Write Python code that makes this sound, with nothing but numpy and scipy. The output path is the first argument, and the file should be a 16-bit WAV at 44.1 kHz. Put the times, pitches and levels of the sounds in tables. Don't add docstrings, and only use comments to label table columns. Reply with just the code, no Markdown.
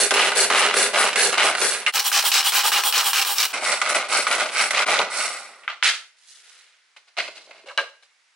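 import sys
import numpy as np
from scipy import signal
from scipy.fft import rfft, irfft
from scipy.io import wavfile
from scipy.ndimage import uniform_filter1d

SR = 44100
rng = np.random.default_rng(int(sys.argv[2]) if len(sys.argv) > 2 else 0)


def dump_mix(stems):
    frames = np.atleast_2d(stems).T
    limited = np.clip(frames, -1, 1)
    pcm = np.round(limited * 32767).astype(np.int16)
    wavfile.write(sys.argv[1], SR, pcm)


def boost(x):
    u = np.asarray(x, float) / 20
    return 10 ** u


N = 368455
SIZE = 4096
HZ = np.fft.rfftfreq(SIZE, 1 / SR) + 1


def colour(points, modes=()):
    hz, db = np.transpose(points)
    lifts_db = sum(lift / (1 + (2 * (HZ - f) / width) ** 2) for f, width, lift in modes)
    return np.interp(np.log(HZ), np.log(hz), db) + lifts_db


def slope(lo_hz, hi_hz, order=3):
    return -10 * np.log10((1 + (lo_hz / HZ) ** (2 * order)) * (1 + (HZ / hi_hz) ** (2 * order)))


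def response(db):
    cepstrum = irfft(db * np.log(10) / 20)
    cepstrum[1:SIZE // 2] *= 2
    cepstrum[SIZE // 2 + 1:] = 0
    return irfft(np.exp(rfft(cepstrum)))[:SIZE // 2]


def ring(x, db):
    return signal.oaconvolve(x, response(db))[:len(x)]


def unit(x):
    return x / np.sqrt(np.mean(x ** 2))


def walk(n, rate_hz):
    hold = int(SR / rate_hz)
    return uniform_filter1d(np.repeat(rng.standard_normal(n // hold + 1), hold)[:n], hold)


# (frequency [Hz], level [dB per Hz])
KITCHEN_HUSH = [(59, -62.5), (100, -35.5), (623, -14.5), (687, -11.5), (1120, -8.5), (2110, -2.5),
                (3060, -8.5), (5210, -9), (11000, -21), (14300, -51), (22000, -120)]
HUSH_DB = -63


def kitchen(n):
    noise = rng.standard_normal((2, n))
    hush = signal.fftconvolve(noise, response(colour(KITCHEN_HUSH))[None], axes=1)[:, :n]
    return boost(HUSH_DB) * unit(hush + 0.26 * hush[::-1])


def walls(t60_s=0.34, treble_t60_s=0.31, wet_db=-11):
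    age_s = np.arange(SR // 2) / SR
    noise = rng.standard_normal((2, len(age_s)))
    dull = uniform_filter1d(noise, size=7, axis=1)
    wash = dull * boost(-60 * age_s / t60_s) + (noise - dull) * boost(-60 * age_s / treble_t60_s)
    wash = wash * np.minimum(age_s / 0.01, 1)
    return wash * boost(wet_db) / np.sqrt(np.sum(wash ** 2, axis=1, keepdims=True))


# (frequency [Hz], side minus mid [dB])
SIDE_COLOUR = [(100, -23), (300, -15.5), (700, -14.5), (1500, -8.5), (3000, -3.5), (6000, 3.5), (11000, -1)]


def room(x, wash, wander_hz=120):
    mid, side = signal.fftconvolve(x[None], wash, axes=1)[:, :len(x)]
    spots = ring(x * np.sin(3 * walk(len(x), wander_hz)), slope(350, 21000))
    side = ring(side + spots, colour(SIDE_COLOUR))
    return np.array([x + mid + side, x + mid - side])


def knocks(t, speed, events, body_db, gain_db):
    out = np.zeros(len(t) + SIZE)
    age_s = np.arange(SIZE // 2) / SR
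    rattle = rng.standard_normal((len(events), SIZE // 2))
    for (s, db, hz, t60_s, focus), noise in zip(events, rattle):
        if t[0] <= s < t[-1]:
            blow = 0.24 * noise * boost(-60 * age_s / max(t60_s, .005))
            blow[0] = 1
            pitch_hz = hz / speed
            own_db = slope(pitch_hz / 1.48, pitch_hz * 1.1) + 8 / (1 + ((HZ - pitch_hz) / 120) ** 2)
            sound = ring(blow, 1.04 * body_db + focus * own_db)
            at = np.searchsorted(t, s)
            out[at:at + len(sound)] += boost(db + gain_db) * sound / np.abs(sound).max()
    return out[:len(t)]


# (peak [share of length], start below peak [dB], end below peak [dB],
# swell roundness [exponent], dying roundness [exponent], zizz steepness [ratio], zizz peak delay [share])
RUB_LAW = (0.12, 6.7, 37.3, 0.79, 0.85, 0.56, .01)
PUSH_LAW = (0.19, 5.9, 41.7, 2.4, 0.97, 0.82, .01)
DRIFT_LAW = (0.47, 10, 8.4, 1.1, 1.7, 1.75, 0.011)
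# (start [s], length [s], chopping [dB], drumming above it [dB], zizz above it [dB])
HANDLE_SNAP = [
    (5.684, 0.13, -30, -6, -11.5),
    (5.73, .08, -39, -15, -15),
]
HANDLE_SEAT = [
    (5.833, 0.22, -15.5, -34.5, -10),
    (5.834, .06, -24, -35, -3),
]
HAND_AWAY = [
    (6.169, 0.29, -58, -36, 9),
    (6.298, 0.41, -52.5, -19, -1),
]
# (time [s], peak [dB], centre [Hz], T60 [s], focus on centre [0-1])
HANDLE_BLOWS = [
    (5.634, -30.5, 2260, 0.19, 0.31),
    (5.678, -2.5, 1600, 0.029, 0.51),
    (5.683, -17, 1300, 0.032, .4),
    (5.826, 2.5, 1910, 0.024, 0.3),
]
# (frequency [Hz], level [dB per Hz])
SLIDE_COLOUR = [(59, -91), (100, -57), (167, -52.5), (522, -18.5), (1080, -15.5), (1290, -6.5),
                (1670, -4.5), (3450, -2.5), (11000, -11), (14300, -54), (22000, -120)]
# (centre [Hz], width [Hz], lift [dB])
COUNTER_RESONANCES = [(389, 160, 14)]


def handle(t):
    snap_db = colour(ASIDE_COLOUR, [(1260, 300, 3), (1750, 300, 3), (3120, 580, 1.5)]) + slope(860, 3200)
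    slide_db = colour(SLIDE_COLOUR, COUNTER_RESONANCES) + slope(420, 20000)
    out = chopper(t, [(RUB_LAW, HANDLE_SNAP)], snap_db)
    out += chopper(t, [(PUSH_LAW, HANDLE_SEAT), (DRIFT_LAW, HAND_AWAY)], slide_db, rough=.3, hiss=1.3)
    return out + knocks(t, 0.98, HANDLE_BLOWS, snap_db, -5.0)


# (frequency [Hz], level [dB per Hz])
LID_COLOUR = [(59, -91), (100, -28.5), (564, -5.5), (941, -7), (1600, -8), (1800, -10), (2890, -6),
              (11000, -25), (14300, -73), (22000, -120)]
# (centre [Hz], width [Hz], lift [dB])
SEATED_RESONANCES = [(407, 43, 2), (660, 69, 7.5), (1120, 90, 3.3), (1460, 100, 4), (1850, 90, 4),
                     (2100, 120, 10), (2520, 110, 6.3), (2840, 73, 3.4), (4200, 460, 5.6), (4800, 340, 5.2)]
LIFTED_RESONANCES = [(562, 93, 12), (1180, 120, 5.1), (1618, 90, 12.7), (2230, 90, 8.8), (2800, 290, 7.4),
                     (4050, 210, 11), (4770, 440, 1.3)]
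# (start [s], length [s], chopping [dB], drumming above it [dB], zizz above it [dB])
LID_STROKES = [
    (6.963, 0.062, -43.5, -15, -8.5),
    (7.07, 0.12, -57.5, -26, -5),
    (7.174, 0.2, -23.5, -14.5, -11.5),
    (7.35, 0.24, -45.5, -7, -2.5),
    (7.362, .06, -43, -20, -2),
    (7.66, 0.19, -43, 1, -5),
    (7.778, 0.11, -23, -4, -15.5),
    (8.024, 0.072, -53.5, -11.5, -0.5),
]
LID_TWIST = [
    (7.45, 0.2, -51, -4.5, -6),
]
# (time [s], peak [dB], centre [Hz], T60 [s], focus on centre [0-1])
LID_BLOWS = [(6.962, -47, 1050, 0.06, 0.8), (7.08, -44, 2480, 0.06, 0.47), (7.168, -23, 2100, 0.067, 0.25),
             (7.176, -19, 1210, 0.045, 0.33), (7.18, -15.5, 2130, 0.064, 0.35), (7.185, -14, 3900, .04, .4),
             (7.186, -17, 660, 0.036, 0.27), (7.199, -13.5, 2100, 0.061, 0.86),
             (7.471, -45, 519, 0.037, 0.63), (7.494, -42, 565, 0.045, 0.58), (7.512, -32, 2550, .03, 0.98),
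             (7.545, -43, 600, .03, .7), (7.59, -53, 620, .03, 0.57), (7.664, -42, 568, .04, 0.83),
             (7.278, -23, 2800, .05, .3), (7.283, -28.5, 600, 0.054, 0.36), (7.355, -44, 592, 0.046, 0.5),
             (7.378, -33, 2600, 0.04, 0.73), (7.509, -32.5, 600, 0.063, 0.12),
             (7.639, -43, 404, 0.026, 0.96), (7.685, -28.5, 2390, 0.06, 0.77), (7.691, -33, 2020, .05, .9),
             (7.697, -29, 1650, 0.053, 0.81), (7.706, -29, 1360, .05, 1), (7.715, -29, 1080, 0.04, 0.62),
             (7.776, -7, 2800, 0.02, 0.29), (7.777, -13, 4100, 0.014, 0.45), (7.782, -7, 1650, 0.034, 0.78),
             (7.786, -13, 1650, .02, 0.71), (7.802, -19, 1620, .04, 0.53), (8.026, -59, 2240, 0.06, 0.5)]
LIFT_S = 7.66


def lid(t):
    out = np.zeros(len(t))
    lifted = np.clip((t - LIFT_S) / .01 + 1, 0, 1)
    states = (SEATED_RESONANCES, 150, 1 - lifted), (LIFTED_RESONANCES, 400, lifted)
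    for modes, low_hz, on in states:
        body_db = colour(LID_COLOUR, modes) + slope(low_hz, 19500)
        strokes = [(RUB_LAW, LID_STROKES), (DRIFT_LAW, LID_TWIST)]
        rubs = chopper(t, strokes, body_db, rough=0.57, hiss=.9)
        out += on * (rubs + knocks(t, 1.0, LID_BLOWS, body_db, -2.1))
    return out


# (time [s], peak [dB], centre [Hz], focus on centre [0-1])
CLUTCH_CATCHES = [(.108, 0, 1480, 0.28), (.139, -3.5, 2480, 0.15), (.319, -6.5, 1490, 0.38),
                  (.501, -4.5, 1380, 0.25), (0.74, -4, 2110, 0.33), (1.13, -11, 2790, 0.67),
                  (1.158, -4.5, 2100, 0.38), (1.328, -8, 1006, 0.21), (1.551, -6.5, 1380, 0.36),
                  (2.116, -10.5, 1500, 0.8), (2.238, -15, 800, 0.46), (2.317, -2.5, 2740, 0.3),
                  (2.52, -20, 1600, 0.4), (2.635, -17, 3280, 0.8), (2.718, -9, 1595, 1),
                  (2.836, -5.5, 1060, 0.22), (2.925, -9, 2980, 0.3), (3.132, -3, 2800, 0.3),
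                  (3.03, -13, 1500, 0.6), (3.249, -9, 1500, 0.16), (3.356, -20, 2850, 0.3),
                  (3.452, -3, 3000, 0.05), (3.383, 0.5, 5300, 1), (3.816, -2, 1240, 0.29),
                  (4.268, -4, 1458, 0.49), (4.325, -8, 1440, 0.08), (4.707, -7, 1230, 0.17),
                  (4.989, -5.5, 3770, 1)]
# (time [s], peak [dB], centre [Hz], focus on centre [0-1])
CLUMP_KNOCKS = [(.354, -17, 2160, 0.2), (.766, -6.5, 2170, 0.2), (.957, -6, 2160, 0.5),
                (1.324, -16, 5500, 0.2), (1.379, -4.5, 2170, 0.46), (1.423, -7, 2170, 0.5),
                (1.582, -13, 1400, 0.2), (1.615, -9, 3420, 0.3), (1.995, -2, 5600, .4),
                (2.127, -7, 3000, .3), (2.226, -8, 3000, 0.1), (2.428, -11, 3000, 0.4),
                (3.224, -6, 3000, 0.26), (3.504, -20, 3030, .3)]
# (time [s], peak [dB], centre [Hz], T60 [s], focus on centre [0-1])
CORD_STOP = [
    (1.864, -3.5, 2800, 0.11, 0.68),
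    (1.869, -4, 2095, 0.12, 1),
]
CLUTCH_T60_S = 0.056


def clutch(t, speed, bowl_db):
    events = [(s, db, hz, CLUTCH_T60_S, focus) for s, db, hz, focus in CLUTCH_CATCHES + CLUMP_KNOCKS]
    return knocks(t, speed, events + CORD_STOP, bowl_db, -3.0)


# (frequency [Hz], level [dB per Hz])
NEAR_COLOUR = [(59, -69), (100, -26), (313, -9.5), (396, -5), (492, -3.5), (576, -3.5), (2780, -3),
               (6340, -6.5), (11000, -3.5), (14300, -58), (22000, -120)]
ASIDE_COLOUR = [(59, -69), (100, -41.5), (599, -9), (923, -7.5), (1420, -1), (1730, -7.5), (2030, -1),
                (3310, -4), (11000, -7), (14300, -61), (22000, -120)]
# (centre [Hz], width [Hz], lift [dB])
BOWL_RESONANCES = [(215, 40, 6), (600, 70, 4), (805, 80, 4), (1225, 90, 6), (1480, 130, 6), (1985, 90, 5),
                   (2180, 100, 4), (2440, 90, 3), (4060, 100, 4)]
FACING_RESONANCES = [(403, 45, 6), (2820, 190, 6)]
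NEAR_FREE_RESONANCES = [(450, 140, 6), (912, 190, -3), (1200, 180, -5), (1650, 110, 8), (3180, 620, -4.5),
                        (3510, 83, 8)]
ASIDE_FREE_RESONANCES = [(1331, 110, 2), (2100, 200, 3), (3320, 270, -4.5), (6450, 1500, -2),
                         (5500, 250, 7), (4650, 100, 5.5), (3610, 100, 0.5), (8450, 1700, 4)]
PRESSED_RESONANCES = [(600, 320, 1.5), (1000, 380, -0.5), (1480, 280, 1.5), (2100, 270, -0.5),
                      (2800, 400, 0), (3620, 1200, 0)]


def bowl_bodies(near, pressed):
    points = NEAR_COLOUR if near else ASIDE_COLOUR
    modes = BOWL_RESONANCES + FACING_RESONANCES if near else BOWL_RESONANCES
    free_modes = NEAR_FREE_RESONANCES if near else ASIDE_FREE_RESONANCES
    press_db = colour([(100, 0), (200, 0)], PRESSED_RESONANCES) if pressed else 0
    return colour(points, modes) + press_db, colour(points, modes + free_modes) + press_db


# (peak [share of length], start below peak [dB], end below peak [dB],
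# swell roundness [exponent], dying roundness [exponent], zizz steepness [ratio], zizz peak delay [share])
BRISK_PULL_LAW = (0.1, 3.5, 11.5, 3, 0.5, 1.5, 0)
BRISK_RETURN_LAW = (0.31, 13, 14.7, 2.4, 1.9, 1.18, 0.086)
FAST_PULL_LAW = (0.5, 8.5, 15.5, 2, 1, 0.8, -0.3)
FAST_RETURN_LAW = (0.41, 12.6, 19, 2.25, 1.43, 0.98, 0.13)
BITE_LAW = (0.2, 5.9, 11.1, 1.5, 2.1, 1.2, .01)
LAST_LAW = (.7, 6.7, 12, 1.4, 1.1, 1.1, .01)
# (start [s], length [s], chopping [dB], drumming above it [dB], zizz above it [dB])
BRISK_PULLS = [(.108, 0.24, -22, -6, -12), (0.495, 0.23, -17, -9.5, -19), (.932, 0.2, -20, -15, -14),
               (1.33, 0.19, -23, -12.5, -15), (1.937, 0.098, -18, -10, -6), (2.117, 0.11, -17, -11, -8),
               (2.318, 0.11, -16.5, -15, -13), (2.522, 0.13, -16, -10, -11), (2.717, 0.12, -16, -11.5, -9),
               (2.926, 0.11, -17, -10, -6.5), (3.136, 0.12, -16.5, -13.5, -8),
               (3.356, 0.12, -23, -7.5, -4.5)]
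BRISK_RETURNS = [(-.06, 0.15, -19, -7, 3), (0.352, 0.13, -17, -7.5, 2), (0.744, 0.16, -19, -6.5, 0.2),
                 (1.165, 0.16, -18.5, -7, 0.5), (1.567, 0.25, -24, -9.5, 1), (2.04, 0.075, -22, -8.5, 3.5),
                 (2.237, 0.076, -17, -8.5, 1), (2.439, 0.083, -16.5, -10.5, -1.5),
                 (2.636, 0.079, -16.5, -8, -0.5), (2.836, 0.087, -18, -7.5, 1.5),
                 (3.043, 0.11, -20, -11.5, 0), (3.251, 0.13, -23.5, -7.5, 2)]
BRISK_BITES = [(.14, 0.18, -16, -13, -12.5), (0.518, 0.18, -16, -17, -14.5),
               (.574, 0.076, -24.5, -13.5, -1), (0.956, 0.15, -15, -12, -12.5),
               (0.984, 0.086, -24, -13, -0.5), (1.375, 0.14, -16, -14.5, -21),
               (1.43, 0.081, -18.5, -9, -7.5), (1.945, 0.041, -18.5, -13, -11),
               (2.135, 0.085, -20.5, -12.5, -15), (2.339, 0.079, -19, -9, -6), (2.542, 0.057, -17, -12, 2),
               (2.729, .07, -22, -13, -3), (2.94, .07, -21.5, -19, -14), (3.16, .075, -24.5, -10.5, -7),
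               (3.383, 0.078, -19.5, -11, -4)]
BRISK_FREE_BITES = [(.767, 0.1, -26.5, -16.5, 2), (1.19, 0.11, -28.5, -11, 0),
                    (1.616, 0.066, -19, -9, -7.5), (3.051, 0.038, -22, -6.5, -4)]
BRISK_LAST_BITES = [(0.243, 0.058, -21, -9, -9.5), (0.617, 0.064, -18, -12.5, -16),
                    (1.038, 0.056, -19, -15, -15), (1.464, 0.063, -23, -8, -13.5),
                    (2.165, 0.044, -15, -10, -11), (2.365, 0.052, -19, -11.5, -15),
                    (2.575, 0.047, -21, -11, -14), (2.762, .05, -21.5, -8, -11),
                    (2.973, 0.058, -20, -9, -9), (3.181, 0.058, -21, -8.5, -7),
                    (3.413, 0.058, -26, -10, -9)]
CORD_STOP_RUBS = [
    (1.866, 0.21, -29, -28, -5.5),
    (1.9, 0.12, -36.5, -26, -10),
    (3.48, 0.32, -33.5, -8, -11),
]


def brisk_strokes(fast):
    pull_law = FAST_PULL_LAW if fast else BRISK_PULL_LAW
    return_law = FAST_RETURN_LAW if fast else BRISK_RETURN_LAW
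    pulls = [(pull_law, BRISK_PULLS), (BITE_LAW, BRISK_BITES), (LAST_LAW, BRISK_LAST_BITES)]
    returns = [(return_law, BRISK_RETURNS), (RUB_LAW, CORD_STOP_RUBS), (BITE_LAW, BRISK_FREE_BITES)]
    return pulls, returns


# (peak [share of length], start below peak [dB], end below peak [dB],
# swell roundness [exponent], dying roundness [exponent], zizz steepness [ratio], zizz peak delay [share])
SLOW_PULL_LAW = (0.14, 5.5, 16.5, -0.2, 3, 1.1, -1)
SLOW_RETURN_LAW = (0.45, 17.3, 15.4, 2.9, 1.68, 0.97, .06)
SPIN_DOWN_LAW = (0.24, 10.5, 28.5, 2.4, 0.96, 1.3, 0.016)
# (start [s], length [s], chopping [dB], drumming above it [dB], zizz above it [dB])
LATE_PULLS = [(3.815, 0.27, -23, -5, -16.5), (4.268, 0.26, -21.5, -5.5, -12), (4.707, 0.18, -23.5, -4, -16),
              (4.849, 0.23, -20.5, -3, -22)]
LATE_RETURNS = [(3.5, 0.12, -26, -2.5, -10), (3.608, 0.2, -22, -9, -4.5), (4.083, .18, -19, -8, -6),
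                (4.516, 0.2, -22, -12.5, -7)]
LATE_BITES = [(3.888, 0.053, -20, -9.5, -7), (3.944, 0.046, -18, -6.5, -7), (4.325, 0.046, -27, -2.5, -7),
              (4.77, 0.089, -18.5, -16.5, -15.5), (4.874, 0.13, -23, -12.5, -11.5),
              (4.988, .04, -28.5, 10, -12)]
LATE_FREE_BITES = [(3.62, 0.079, -36, 4.5, -9), (3.68, 0.081, -25.5, -3.5, -12),
                   (4.113, 0.055, -25, -20, -10), (4.59, 0.097, -24, -7.5, -3.5),
                   (5.129, 0.063, -34.5, -5, -12)]
LATE_LAST_BITES = [(3.97, 0.047, -27, -1, -14), (4.39, 0.066, -24.5, -4, -10),
                   (4.79, 0.045, -24.5, -4.5, -17.5), (5.0, .05, -30.5, -1, -17)]
BLADE_COAST = [
    (5.1, 0.53, -25.5, -8, -1.7),
]


def slow_strokes():
    pulls = [(SLOW_PULL_LAW, LATE_PULLS), (BITE_LAW, LATE_BITES), (LAST_LAW, LATE_LAST_BITES)]
    returns = [(SLOW_RETURN_LAW, LATE_RETURNS), (SPIN_DOWN_LAW, BLADE_COAST), (BITE_LAW, LATE_FREE_BITES)]
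    return pulls, returns


CATCH_S, DRUM_STEEPNESS, CHOP_STEEPNESS = .015, 0.82, 0.97


def efforts(table):
    rows = [(*law, *row) for law, strokes in table for row in strokes]
    columns = np.transpose(rows)[:, :, None]
    peak, rise_db, fall_db, swell, dying, steep, late = columns[:7]
    start, length, chop_db, drum_db, zizz_db = columns[7:]
    catches = np.transpose(CLUTCH_CATCHES)[0]
    catch = catches[np.argmin(np.abs(start - catches), axis=1), None]
    start = np.where(np.abs(catch - start) < CATCH_S, catch, start)
    s = np.arange(start.min(), (start + 2 * length).max(), .001)
    age = (s - start) / length

    def layer(above_db, steepness, peak):
        peak = np.clip(peak, .02, .9)
        rise = rise_db * np.abs(1 - age / peak) ** swell
        fall = fall_db * np.abs((age - peak) / (1 - peak)) ** dying
        lack_db = np.where(age < peak, rise, fall)
        power = (age >= 0) * boost(2 * (chop_db + above_db - steepness * lack_db))
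        return 10 * np.log10(np.sum(power, axis=0) + 1e-12)

    drum = layer(drum_db, DRUM_STEEPNESS, peak)
    return s, drum, layer(0, CHOP_STEEPNESS, peak), layer(zizz_db, steep, peak + late)


def grains(n, rate_hz, scatter_db, hiss):
    size = boost(scatter_db * np.minimum(rng.exponential(size=n), 3))
    impacts = (rng.random(n) < rate_hz / SR) * rng.choice([-1, 1], n) * size
    return unit(impacts) + hiss * rng.standard_normal(n)


def drumming(n, body_db):
    return boost(2 * walk(n, 50)) * ring(grains(n, 500, 4.6, 0.76), body_db + slope(16, 726))


ZONES_HZ = [1100, 1750, 2500]
FLEX = .025


def chopping(n, body_db, rough, hiss):
    hits = boost(rough * 1.8 * walk(n, 250)) * grains(n, 1000, rough * 2.7, hiss)
    cracks = ring(hits, body_db + slope(610, 3500, order=2))
    cracks = np.interp(np.cumsum(1 + FLEX * walk(n, 7)), np.arange(n), cracks, period=n)
    below = [signal.sosfilt(signal.butter(3, hz, fs=SR, output="sos"), cracks) for hz in ZONES_HZ]
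    zones = np.diff([0 * cracks, *below, cracks], axis=0)
    return sum(boost(rough * 1.5 * walk(n, 70) + .9 * walk(n, 8)) * zone for zone in zones)


def zizzing(n, body_db, teeth, ping_db):
    hits = boost(1.9 * walk(n, 130)) * grains(n, 3500, 2.0, 0.51)
    teeth_db = colour([(100, 0.0055), (20000, 0.0017)], teeth)
    zizz = unit(ring(hits, body_db + teeth_db + slope(3600, 18000)))
    if ping_db is not None:
        steel_db = colour([(100, 0), (200, 0.004)], teeth) + slope(8300, 13000, order=5)
        zizz = zizz + boost(ping_db) * unit(ring(grains(n, 150, 5.2, 0), steel_db))
    return zizz


def chopper(t, table, body_db, teeth=(), ping_db=None, rough=1, hiss=0.63):
    s, *effort = efforts(table)
    on = (t >= s[0]) & (t <= s[-1])
    n = on.sum()
    drum_db, chop_db, zizz_db = (np.interp(t[on], s, np.maximum(e, -95)) for e in effort)
    out = np.zeros(len(t))
    out[on] = boost(drum_db - 1.3) * unit(drumming(n, body_db))
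    out[on] += boost(chop_db - 1.04) * unit(chopping(n, body_db, rough, hiss))
    out[on] += boost(zizz_db - 1.3) * zizzing(n, body_db, teeth, ping_db)
    return out


LIMIT_DB, LIMIT_RATIO, LIMIT_S = -16.5, 2.4, .006


def limited(x):
    size = int(SR * max(LIMIT_S, .001))
    loud_db = 10 * np.log10(uniform_filter1d(np.mean(x ** 2, axis=0), size=size) + 1e-12)
    cut_db = np.maximum(loud_db - LIMIT_DB, 0) * (1 - 1 / max(LIMIT_RATIO, 1))
    return x * boost(-uniform_filter1d(cut_db, size=size))


TOP, KNEE, MIC_LOW_HZ, MIC_TOP_HZ = .53, 6, 150, 11050


def microphone(x):
    x = limited(x)
    x = x / (1 + np.abs(x / TOP) ** KNEE) ** (1 / KNEE)
    x = signal.sosfilt(signal.butter(1, MIC_LOW_HZ, "high", fs=SR, output="sos"), x)
    return signal.sosfilt(signal.ellip(12, .2, 90, MIC_TOP_HZ, fs=SR, output="sos"), x)


# (centre [Hz], width [Hz], lift [dB])
RATCHET_RESONANCES = [(4354, 200, 8.7), (4540, 90, 4.2), (5810, 95, 6), (7340, 60, 5), (7860, 140, 7.5),
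                      (8050, 80, 3.7), (8700, 60, 4), (8560, 66, 6), (8860, 85, 5.6), (9250, 94, 6.8),
                      (9620, 49, 13), (10440, 50, 6), (10720, 92, 9.1)]
PING_DB = -4.5


def shot(t, speed, pulls, returns, wash):
    bowl_db, free_db = bowl_bodies(near=t[-1] < STRETCHES[2][0], pressed=speed > 1)
    dry = chopper(t, pulls, bowl_db, RATCHET_RESONANCES[2:], PING_DB)
    dry += chopper(t, returns, free_db, RATCHET_RESONANCES, rough=0.67, hiss=0.99)
    dry += clutch(t, speed, bowl_db)
    if t[-1] > LIFT_S:
        dry += handle(t) + lid(t)
    return microphone(room(dry, wash) + kitchen(len(t)))[:, ::speed]


# (start [s], end [s], fade in [s], fade out [s])
STRETCHES = [
    (0, 1.92, .001, .03),
    (1.92, 3.525, .015, .002),
    (3.525, 4.855, .012, .02),
    (4.855, 8.36, .012, .001),
]
BALANCE_DB = [-0.71, -0.24, -0.74, -0.95]


def scene():
    out, wash = np.zeros((2, N)), walls()
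    speeds = 1, 2, 1, 1
    strokes = brisk_strokes(fast=False), brisk_strokes(fast=True), slow_strokes(), slow_strokes()
    for (t0, t1, rise, fall), pan_db, speed, table in zip(STRETCHES, BALANCE_DB, speeds, strokes):
        a, b = int(t0 * SR), min(int(t1 * SR), N)
        t = np.arange(a, b) / SR
        fade = np.clip((t - t0) / rise, 0, 1) * np.clip((t1 - t) / fall, 0, 1)
        slow_t = (a + np.arange((b - a) * speed) / speed) / SR
        pan = boost(np.array([[pan_db], [-pan_db]]) / 2)
        out[:, a:b] = shot(slow_t, speed, *table, wash) * fade * pan
    return out


def low_pass(x):
    return signal.sosfilt(signal.butter(12, 17110, fs=SR, output="sos"), x)


def record(dry):
    mix = signal.sosfilt(signal.ellip(12, .2, 90, 15850, fs=SR, output="sos"), dry)
    return low_pass(mix)


dry = scene()
out = record(dry)
dump_mix(out)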